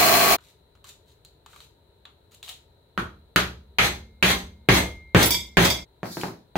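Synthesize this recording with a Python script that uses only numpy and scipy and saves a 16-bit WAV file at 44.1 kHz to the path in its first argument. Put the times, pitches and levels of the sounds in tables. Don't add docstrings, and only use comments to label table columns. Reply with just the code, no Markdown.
import sys
import numpy as np
from scipy import signal
from scipy.fft import rfft, irfft, next_fast_len
from scipy.io import wavfile
from scipy.ndimage import map_coordinates

SR = 44100
rng = np.random.default_rng(int(sys.argv[2]) if len(sys.argv) > 2 else 0)


def generate_wav(sig):
    pcm = np.round(np.clip(np.atleast_2d(sig).T, -1, 1) * 32767).astype(np.int16)
    wavfile.write(sys.argv[1], SR, pcm)


N = 289737
TIME = np.arange(N) / SR
TAIL = np.arange(SR) / SR

# (frequency [Hz], relative level [dB])
RUMBLE_SPECTRUM = [(13, -55.5), (22, -21), (64, 2), (81, 1), (97, -2.5), (140, -4.5), (233, -16.5),
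                   (300, -12), (390, -44), (660, -120)]
# (frequency [Hz], relative level [dB])
DRAFT_SPECTRUM = [(120, -60.5), (200, -31), (268, -19), (416, -9), (500, -14), (548, -11.5), (836, -19.5),
                  (933, -11), (1140, -29), (1270, -22), (2610, -31.5), (3970, -27), (5130, -42.5),
                  (9230, -37), (16000, -36.5)]
RUMBLE_DB, DRAFT_DB = -62, -63.5
# (frequency [Hz], side minus mid [dB])
STEREO_WIDTH = [(60, -17), (130, -17), (250, -13), (500, -5.5), (1000, -.5), (2000, -.5), (4000, 1.5),
                (8000, 1.5), (15000, 0)]
# (frequency [Hz], time to fall 60 dB [s])
ROOM_DECAY = [(80, 0.35), (250, 0.44), (700, 0.31), (2000, 0.28), (5000, 0.32), (10000, 0.27),
              (16000, 0.26)]
TOP_HZ = 15850
TRIM_PAN_DB, AIR_PAN_DB = 2, 2.5

# (frequency [Hz], relative level [dB])
GRIT_SPECTRUM = [(26, -52), (45, -16), (197, -24), (258, -12), (401, -12), (539, -13), (672, -7),
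                 (925, -13), (1150, -7.5), (1440, -15), (2350, -11.5), (3660, -21), (4140, -18),
                 (10000, -21), (16000, -15)]
# (frequency [Hz], width [Hz], lift [dB])
FRAME_PEAKS = [(710, 130, 7), (2300, 1700, 1.5), (3360, 410, 3.5), (4200, 340, 8.5), (6645, 230, 4),
               (9900, 800, -2.5), (11050, 950, 2.5), (12400, 820, -4)]
# (frequency [Hz], relative level [dB])
WHINE_TONES = [(142, -42.5), (199, -39), (398, -36), (667.5, -29), (763, -40), (841, -39.5), (1125, -31),
               (1583, -38), (1733, -41.5)]
# (frequency [Hz], left minus right [dB])
SANDER_LEAN = [(60, 0), (110, -1), (200, -1), (380, -1), (700, 0.5), (1290, -3), (2380, 2.5), (4400, 4.5),
               (8120, 0.5), (15000, -2.5)]
GRIND_DB = -15
SANDER_END, HAMMER_END = 0.3541, 5.842

# (time [s], length [s], level [dB])
SCRAPE_STROKES = [(.4, 0.11, -59), (.84, 0.06, -49), (1.06, 0.068, -63), (1.48, 0.17, -56.5),
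                  (2.31, 0.036, -57.5), (2.435, 0.06, -48.5), (2.486, 0.014, -40.5)]
# (frequency [Hz], relative level [dB])
PLASTIC_SPECTRUM = [(350, -39), (600, -14), (1210, -14.5), (1850, -13), (2990, -8), (3430, -8),
                    (3730, -1.5), (5260, -14), (6830, -10.5), (9620, -15), (10200, -21), (11500, -14.5),
                    (16000, -20)]
# (time [s], level [dB], brightness [dB per octave], resonance [Hz])
BLADE_NICKS = [(.3843, -53.5, -6, 1600), (.7525, -62, -2.5, 1320), (.8425, -47.5, -0.5, 1310),
               (.8904, -52, 3, 6850), (1.2489, -53, 3, 4300), (1.4618, -49, -1.5, 1270),
               (1.5321, -55, -8, 1340), (1.561, -51, -1.5, 1300), (1.604, -49, -2.5, 3940),
               (2.0532, -47, -7, 3560), (2.3186, -57.5, 2.5, 1390), (2.3464, -59, 7, 3000),
               (2.4284, -42, -0.5, 3760), (2.479, -46, -5, 2970), (2.4917, -39.5, 2, 3220)]
# (frequency [Hz], relative level [dB])
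NICK_SPECTRUM = [(300, -21), (750, -2.5), (1340, 3.5), (3000, 4), (8900, -9), (16000, -13)]
# (frequency [Hz], width [Hz], lift [dB])
PIPE_PEAKS = [(1200, 160, 4), (1780, 1300, -9.5), (3130, 67, 2), (4100, 700, 8), (5340, 1700, -8.5),
              (7050, 930, 9)]
NICK_WIDTH_HZ, NICK_LIFT_DB = 910, 9.5
TEAR_T60_S, TEAR_DB = 0.022, -0.5

# (time [s], length [s], level [dB])
SLIDE_STROKES = [(6.04, 0.082, -45), (6.11, 0.16, -41)]
# (frequency [Hz], relative level [dB])
SLIDE_SPECTRUM = [(880, -35), (1500, -13), (2300, -17), (2970, -29), (3120, -14), (4120, -1), (8920, -13),
                  (10900, -9.5), (16000, -12)]
# (time [s], level [dB], resonance [Hz])
BENCH_BUMPS = [(6.0316, -31.5, 715), (6.057, -37.5, 253), (6.1703, -32.5, 320), (6.235, -28.5, 860),
               (6.284, -40, 330)]
# (frequency [Hz], relative level [dB])
BUMP_SPECTRUM = [(22, -18.5), (50, 1.5), (95, 6.5), (212, 13), (1340, 6.5), (3000, -5.5), (8900, -26),
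                 (16000, -32)]
# (time [s], level [dB], brightness [dB per octave], resonance [Hz])
SET_DOWN_TICK = (6.2128, -37.5, 0, 2400)

# (time [s], relative level [dB], brightness [dB per octave])
HOOP_CLINKS = [(5.2277, -17.5, 0.5), (5.2586, -20, 7.5), (5.307, -16, -0.5), (5.345, -20.5, -6.5),
               (5.6473, -20, -1.5), (5.7016, -18.5, -4.5)]
# (frequency [Hz], relative level [dB], time to fall 60 dB [s])
HOOP_MODES = [(958, -18, .21), (2099, -11, .26), (2315, -13, .22), (3346, -2, .24), (3623, -14, .25),
              (4715, 0, .26), (5197, -5, .28), (5550, -14, .25), (6276, -4, .26), (7111, -16, .3),
              (7993, -6, .26), (9480, -12, .2), (10779, -2, .2), (11980, -5, .22), (12400, -11, .18),
              (13770, -10, .18), (14270, -7, .2), (14480, -9, .14), (15357, 1, .14)]
# (frequency [Hz], relative level [dB])
CLASH_SPECTRUM = [(900, -8.5), (1500, -15), (3250, 0.5), (5300, -1.5), (7500, -1), (8800, -13.5),
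                  (10500, -3.5), (12500, -5), (16000, -15)]
# (frequency [Hz], relative level [dB])
LOOSE_SPECTRUM = [(180, -30.5), (300, -5), (447, -8.5), (749, -6), (1250, -10.5), (2070, -5.5), (2980, -14),
                  (4020, -8.5), (5610, -25), (6300, -13), (7440, -25.5), (11100, -24.5), (16000, -25.5)]
# (frequency [Hz], width [Hz], lift [dB])
RATTLE_PEAKS = [(3280, 140, 9), (5000, 13, 7), (5430, 180, 8.5), (6140, 110, 2.5), (7600, 90, -0.5),
                (7960, 150, 12), (11260, 860, 7.5), (11700, 140, 1.5), (14270, 200, 0.5)]

# (time [s], level [dB], share that reaches the bench [dB], pipe resonance [Hz],
# extra thud [dB], brightness [dB per octave], click against room [dB], hoop ring [dB])
HAMMER_BLOWS = [(2.9772, -12.5, -17, 1346, -5, -2, -4, -75.5), (3.3608, -2, -9, 1370, -8, 3, -4.5, -61),
                (3.7854, -1.5, -2.5, 2200, -17, 0, -16.5, -43),
                (4.2266, -2.5, -1, 2390, -9.5, 0.9, -11.5, -42),
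                (4.6881, 0, -.8, 1750, -2, 0, -11.5, -25.5), (5.1478, 1.5, 0, 1560, 0, -2, -9, -28.5),
                (5.5703, 0, -0.67, 1700, 0, 0, -10, -32.5), (6.556, -13.5, -8.5, 823, 3.5, -2.5, -6, -69)]
# (frequency [Hz], relative level [dB])
KNOCK_SPECTRUM = [(22, -25.5), (50, -16.5), (95, 0.5), (212, 2), (1340, -8), (3000, -8), (8900, -30),
                  (16000, -37.5)]
# (frequency [Hz], width [Hz], lift [dB])
BODY_PEAKS = [(114, 21, 7.5), (177.4, 35, 9.5), (260.6, 29, -4), (379, 75, 4.5), (486, 38, -2.5),
              (557, 47, 0), (780, 200, -1), (1610, 100, 3.5), (1810, 70, 2.5), (2350, 86, 4.5),
              (3400, 150, 1), (5800, 750, -11.5), (6280, 250, 12.5), (7130, 180, 1), (10000, 1000, -7.5),
              (11160, 900, 7.5)]
# (frequency [Hz], relative level [dB], time to fall 60 dB [s])
BOOM_MODES = [(65.3, -9, 0.86), (77.95, -15, 0.85), (122, -14, .6), (185.3, -10.5, 0.56), (221, -24, 0.96),
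              (311, -27.5, 0.39)]
# (frequency [Hz], relative level [dB], time to fall 60 dB [s])
SING_MODES = [(2116, -11.5, 1.3), (2288, -22, 1.2)]
# (value when seated [dB], gain per dB of share [dB])
HOLLOW_BY_SHARE = (4.4, -0.73)
BOOM_BY_SHARE = (-15, 0.76)
CHATTER_BY_SHARE = (-18, 1.31)
CHATTER_LAG_S, CHATTER_S = .004, .09
THUD_HZ, CLACK_HZ = 209, 1310
HOLLOW_WIDTH = 0.45
OVERTONE_RATIO, OVERTONE_SHARE = 3, 0.2
BOOM_RISE_S = .006


def amp(db):
    return 10 ** (np.asarray(db) / 20)


def rms(x):
    return np.sqrt(np.mean(x ** 2) + 1e-20)


def along(points, hz):
    f, v = np.transpose(points)
    return np.interp(np.log(hz + 1), np.log(f), v)


def lifts(peaks, hz):
    return sum(db / (1 + (2 * (hz - centre) / width) ** 2) for centre, width, db in peaks)


def tilt(hz, bright, pivot_hz):
    return bright * np.log2(np.maximum(hz, pivot_hz) / pivot_hz)


def by_share(law, share_db):
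    seated_db, slope = law
    return seated_db + slope * share_db


def wobble(rate, size=N):
    points = rng.standard_normal(int(size * rate / SR) + 4)
    return map_coordinates(points, [np.arange(size) * rate / SR])


def colour(x, level):
    size = x.shape[-1]
    m = 2 * next_fast_len(size // 2 + 4096)
    gain = np.maximum(amp(level(np.fft.rfftfreq(m, 1 / SR))), 1e-6)
    cepstrum = irfft(np.log(gain))
    cepstrum[1:m // 2] *= 2
    cepstrum[m // 2 + 1:] = 0
    response = np.exp(rfft(cepstrum))
    return irfft(rfft(x, m) * response, m)[..., :size]


def diffuse(size):
    mid, side = rfft(rng.standard_normal((2, size)))
    spread = amp(along(STEREO_WIDTH, np.fft.rfftfreq(size, 1 / SR)))
    ports = np.array([mid + spread * side, mid - spread * side])
    return irfft(ports / np.sqrt(1 + spread ** 2), size)


def room(direct_db):
    hz, t, z = signal.stft(diffuse(SR), SR, nperseg=256)
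    fall_db = -60 * t / along(ROOM_DECAY, hz)[:, None]
    tail = signal.istft(z * amp(fall_db), SR)[1][:, :SR]
    tail /= np.linalg.norm(tail[0])
    tail[:, 0] += amp(direct_db)
    return tail


def struck(x):
    return x / rms(x[..., :SR * 3 // 100])


def ring(modes, waver):
    total = np.zeros(SR)
    for (hz, db, t60), chance in zip(modes, rng.normal(0, 2, len(modes))):
        phase = 2 * np.pi * hz * TAIL + waver * wobble(40, size=SR)
        total += amp(db + chance - 60 * TAIL / t60) * np.sin(phase)
    return total


def add(out, s, x):
    start = round(s * SR)
    out[:, start:start + x.shape[-1]] += x[..., :N - start]


def until(s, fade):
    return np.clip((s - TIME) / fade + .5, 0, 1)


def panned(x, left_db):
    return x * amp(np.array([[left_db], [-left_db]]) / 2)


def leaned(x, left_db):
    return np.array([colour(port, lambda f: sign * left_db(f)) for port, sign in zip(x, (1, -1))])


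def rasp(strokes, spectrum, peaks, rate, swell_db, direct_db):
    out = np.zeros((2, N))
    for s, length, db in strokes:
        size = round(length * SR)
        contacts = (rng.random(SR) < rate / SR)[:size]
        grains = contacts * rng.standard_normal(SR)[:size] * amp(swell_db * np.arange(size) / size)
        echoed = signal.fftconvolve(room(direct_db), grains[None], axes=1)
        sound = colour(echoed, lambda f: along(spectrum, f) + lifts(peaks, f))
        add(out, s, sound * amp(db) / rms(sound[:, size // 2:size]))
    return out


def knock(spectrum, hollow_hz, lift_db, direct_db, edge_db):
    width = HOLLOW_WIDTH * hollow_hz
    hollow = (hollow_hz, width, lift_db)
    overtone = (OVERTONE_RATIO * hollow_hz, width, OVERTONE_SHARE * lift_db)
    peaks = list(BODY_PEAKS) + [hollow, overtone]
    response = room(direct_db)
    response[:, :3] += amp(edge_db) * np.array([1, -2, 1]) / 2
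    return colour(-struck(response), lambda f: spectrum(f) + lifts(peaks, f))


def air():
    rumble = colour(diffuse(N), lambda f: along(RUMBLE_SPECTRUM, f))
    peaks = [(410, 180, 3.6), (4030, 600, 13)]
    hiss = colour(diffuse(N), lambda f: along(DRAFT_SPECTRUM, f) + lifts(peaks, f))
    return amp(RUMBLE_DB) * rumble / rms(rumble) + amp(DRAFT_DB) * hiss / rms(hiss)


def sander():
    size = SR // 2
    flicker_db = 0.99 * wobble(400, size=size) + 0.62 * wobble(35, size=size)
    grit = diffuse(size) * amp(flicker_db)
    grit = colour(grit, lambda f: along(GRIT_SPECTRUM, f) + lifts(FRAME_PEAKS, f))
    grit *= amp(GRIND_DB) / rms(grit)
    tones = np.zeros(size)
    for hz, db in WHINE_TONES:
        slip = .3 * wobble(20, size=size)
        phase = 2 * np.pi * (hz * TIME[:size] + rng.random()) + slip
        tones += amp(db + 2.5) * np.sin(phase)
    out = np.zeros((2, N))
    add(out, 0, leaned(grit + tones, lambda f: along(SANDER_LEAN, f) / 2))
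    return out * until(SANDER_END, fade=0.027)


def snaps(events):
    out = np.zeros((2, N))
    for s, db, bright, hz in events:
        tear = rng.standard_normal(SR) * amp(-60 * TAIL / TEAR_T60_S)
        snap = struck(room(direct_db=-20) + amp(TEAR_DB) * tear / np.linalg.norm(tear))
        slope = lambda f: bright * np.log2(np.clip(f, 1340, 8900) / 3000)
        peaks = list(PIPE_PEAKS) + [(hz, NICK_WIDTH_HZ, NICK_LIFT_DB)]
        add(out, s, amp(db) * colour(snap, lambda f: along(NICK_SPECTRUM, f) + slope(f) + lifts(peaks, f)))
    return out


def trimming():
    scraping = rasp(SCRAPE_STROKES, PLASTIC_SPECTRUM, [], rate=1100, swell_db=4, direct_db=-3)
    return panned(snaps(BLADE_NICKS) + scraping, TRIM_PAN_DB)


def bumps():
    out = np.zeros((2, N))
    for s, db, hollow_hz in BENCH_BUMPS:
        bump = knock(lambda f: along(BUMP_SPECTRUM, f), hollow_hz, lift_db=6.5, direct_db=-2.5, edge_db=-13)
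        add(out, s, amp(db) * bump)
    return out


def turning():
    sliding = rasp(SLIDE_STROKES, SLIDE_SPECTRUM, [], rate=3600, swell_db=-3.5, direct_db=-26)
    return bumps() + snaps([SET_DOWN_TICK]) + sliding


def clinks():
    out = np.zeros((2, N))
    humps = [(hz, 150, 19) for hz, _, _ in HOOP_MODES]
    for s, db, bright in HOOP_CLINKS:
        modes = struck(np.array([ring(HOOP_MODES, waver=0.69) for port in range(2)]))
        clash = colour(room(direct_db=-9.5), lambda f: along(CLASH_SPECTRUM, f) + lifts(humps, f))
        clink = colour(modes + amp(1.5) * struck(clash), lambda f: tilt(f, bright, pivot_hz=3000))
        add(out, s, amp(db - 4.0) * struck(clink))
    return leaned(out, lambda f: along([(9000, -0.5), (14000, -3.5)], f))


def chatter(blows):
    shaken = []
    for s, _, share_db, *_ in blows:
        length = CHATTER_S * amp(share_db)
        shaken.append((s + CHATTER_LAG_S, length, by_share(CHATTER_BY_SHARE, share_db)))
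    return rasp(shaken, LOOSE_SPECTRUM, RATTLE_PEAKS, rate=1500, swell_db=7.0, direct_db=-14.5)


def blow(db, share_db, hollow_hz, thud_db, bright, click_db, sing_db):
    thud = [(THUD_HZ, thud_db), (CLACK_HZ, 0)]
    spectrum = lambda f: along(KNOCK_SPECTRUM, f) + along(thud, f) + tilt(f, bright, CLACK_HZ)
    lift_db = by_share(HOLLOW_BY_SHARE, share_db)
    hit = knock(spectrum, hollow_hz, lift_db, direct_db=click_db, edge_db=click_db + 2.0)
    boom = ring(BOOM_MODES, waver=0.91) * (1 - np.exp(-TAIL / BOOM_RISE_S))
    boom *= amp(by_share(BOOM_BY_SHARE, share_db))
    return amp(db) * hit + boom + amp(sing_db) * ring(SING_MODES, waver=.15)


def hammer(blows):
    out = chatter(blows)
    for s, *stroke in blows:
        add(out, s, blow(*stroke))
    return out


def scene():
    background = panned(air(), AIR_PAN_DB)
    driving = (hammer(HAMMER_BLOWS[:-1]) + clinks()) * until(HAMMER_END, fade=0.025)
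    last_blow = hammer(HAMMER_BLOWS[-1:])
    return background + sander() + trimming() + turning() + driving + last_blow


def record(dry):
    soft = dry / (1 + np.abs(dry) ** 6) ** (1 / 6)
    low_pass = signal.firwin(401, TOP_HZ, window="blackman", fs=SR)
    return signal.fftconvolve(soft, low_pass[None], "same", axes=1)


dry = scene()
out = record(dry)
generate_wav(out)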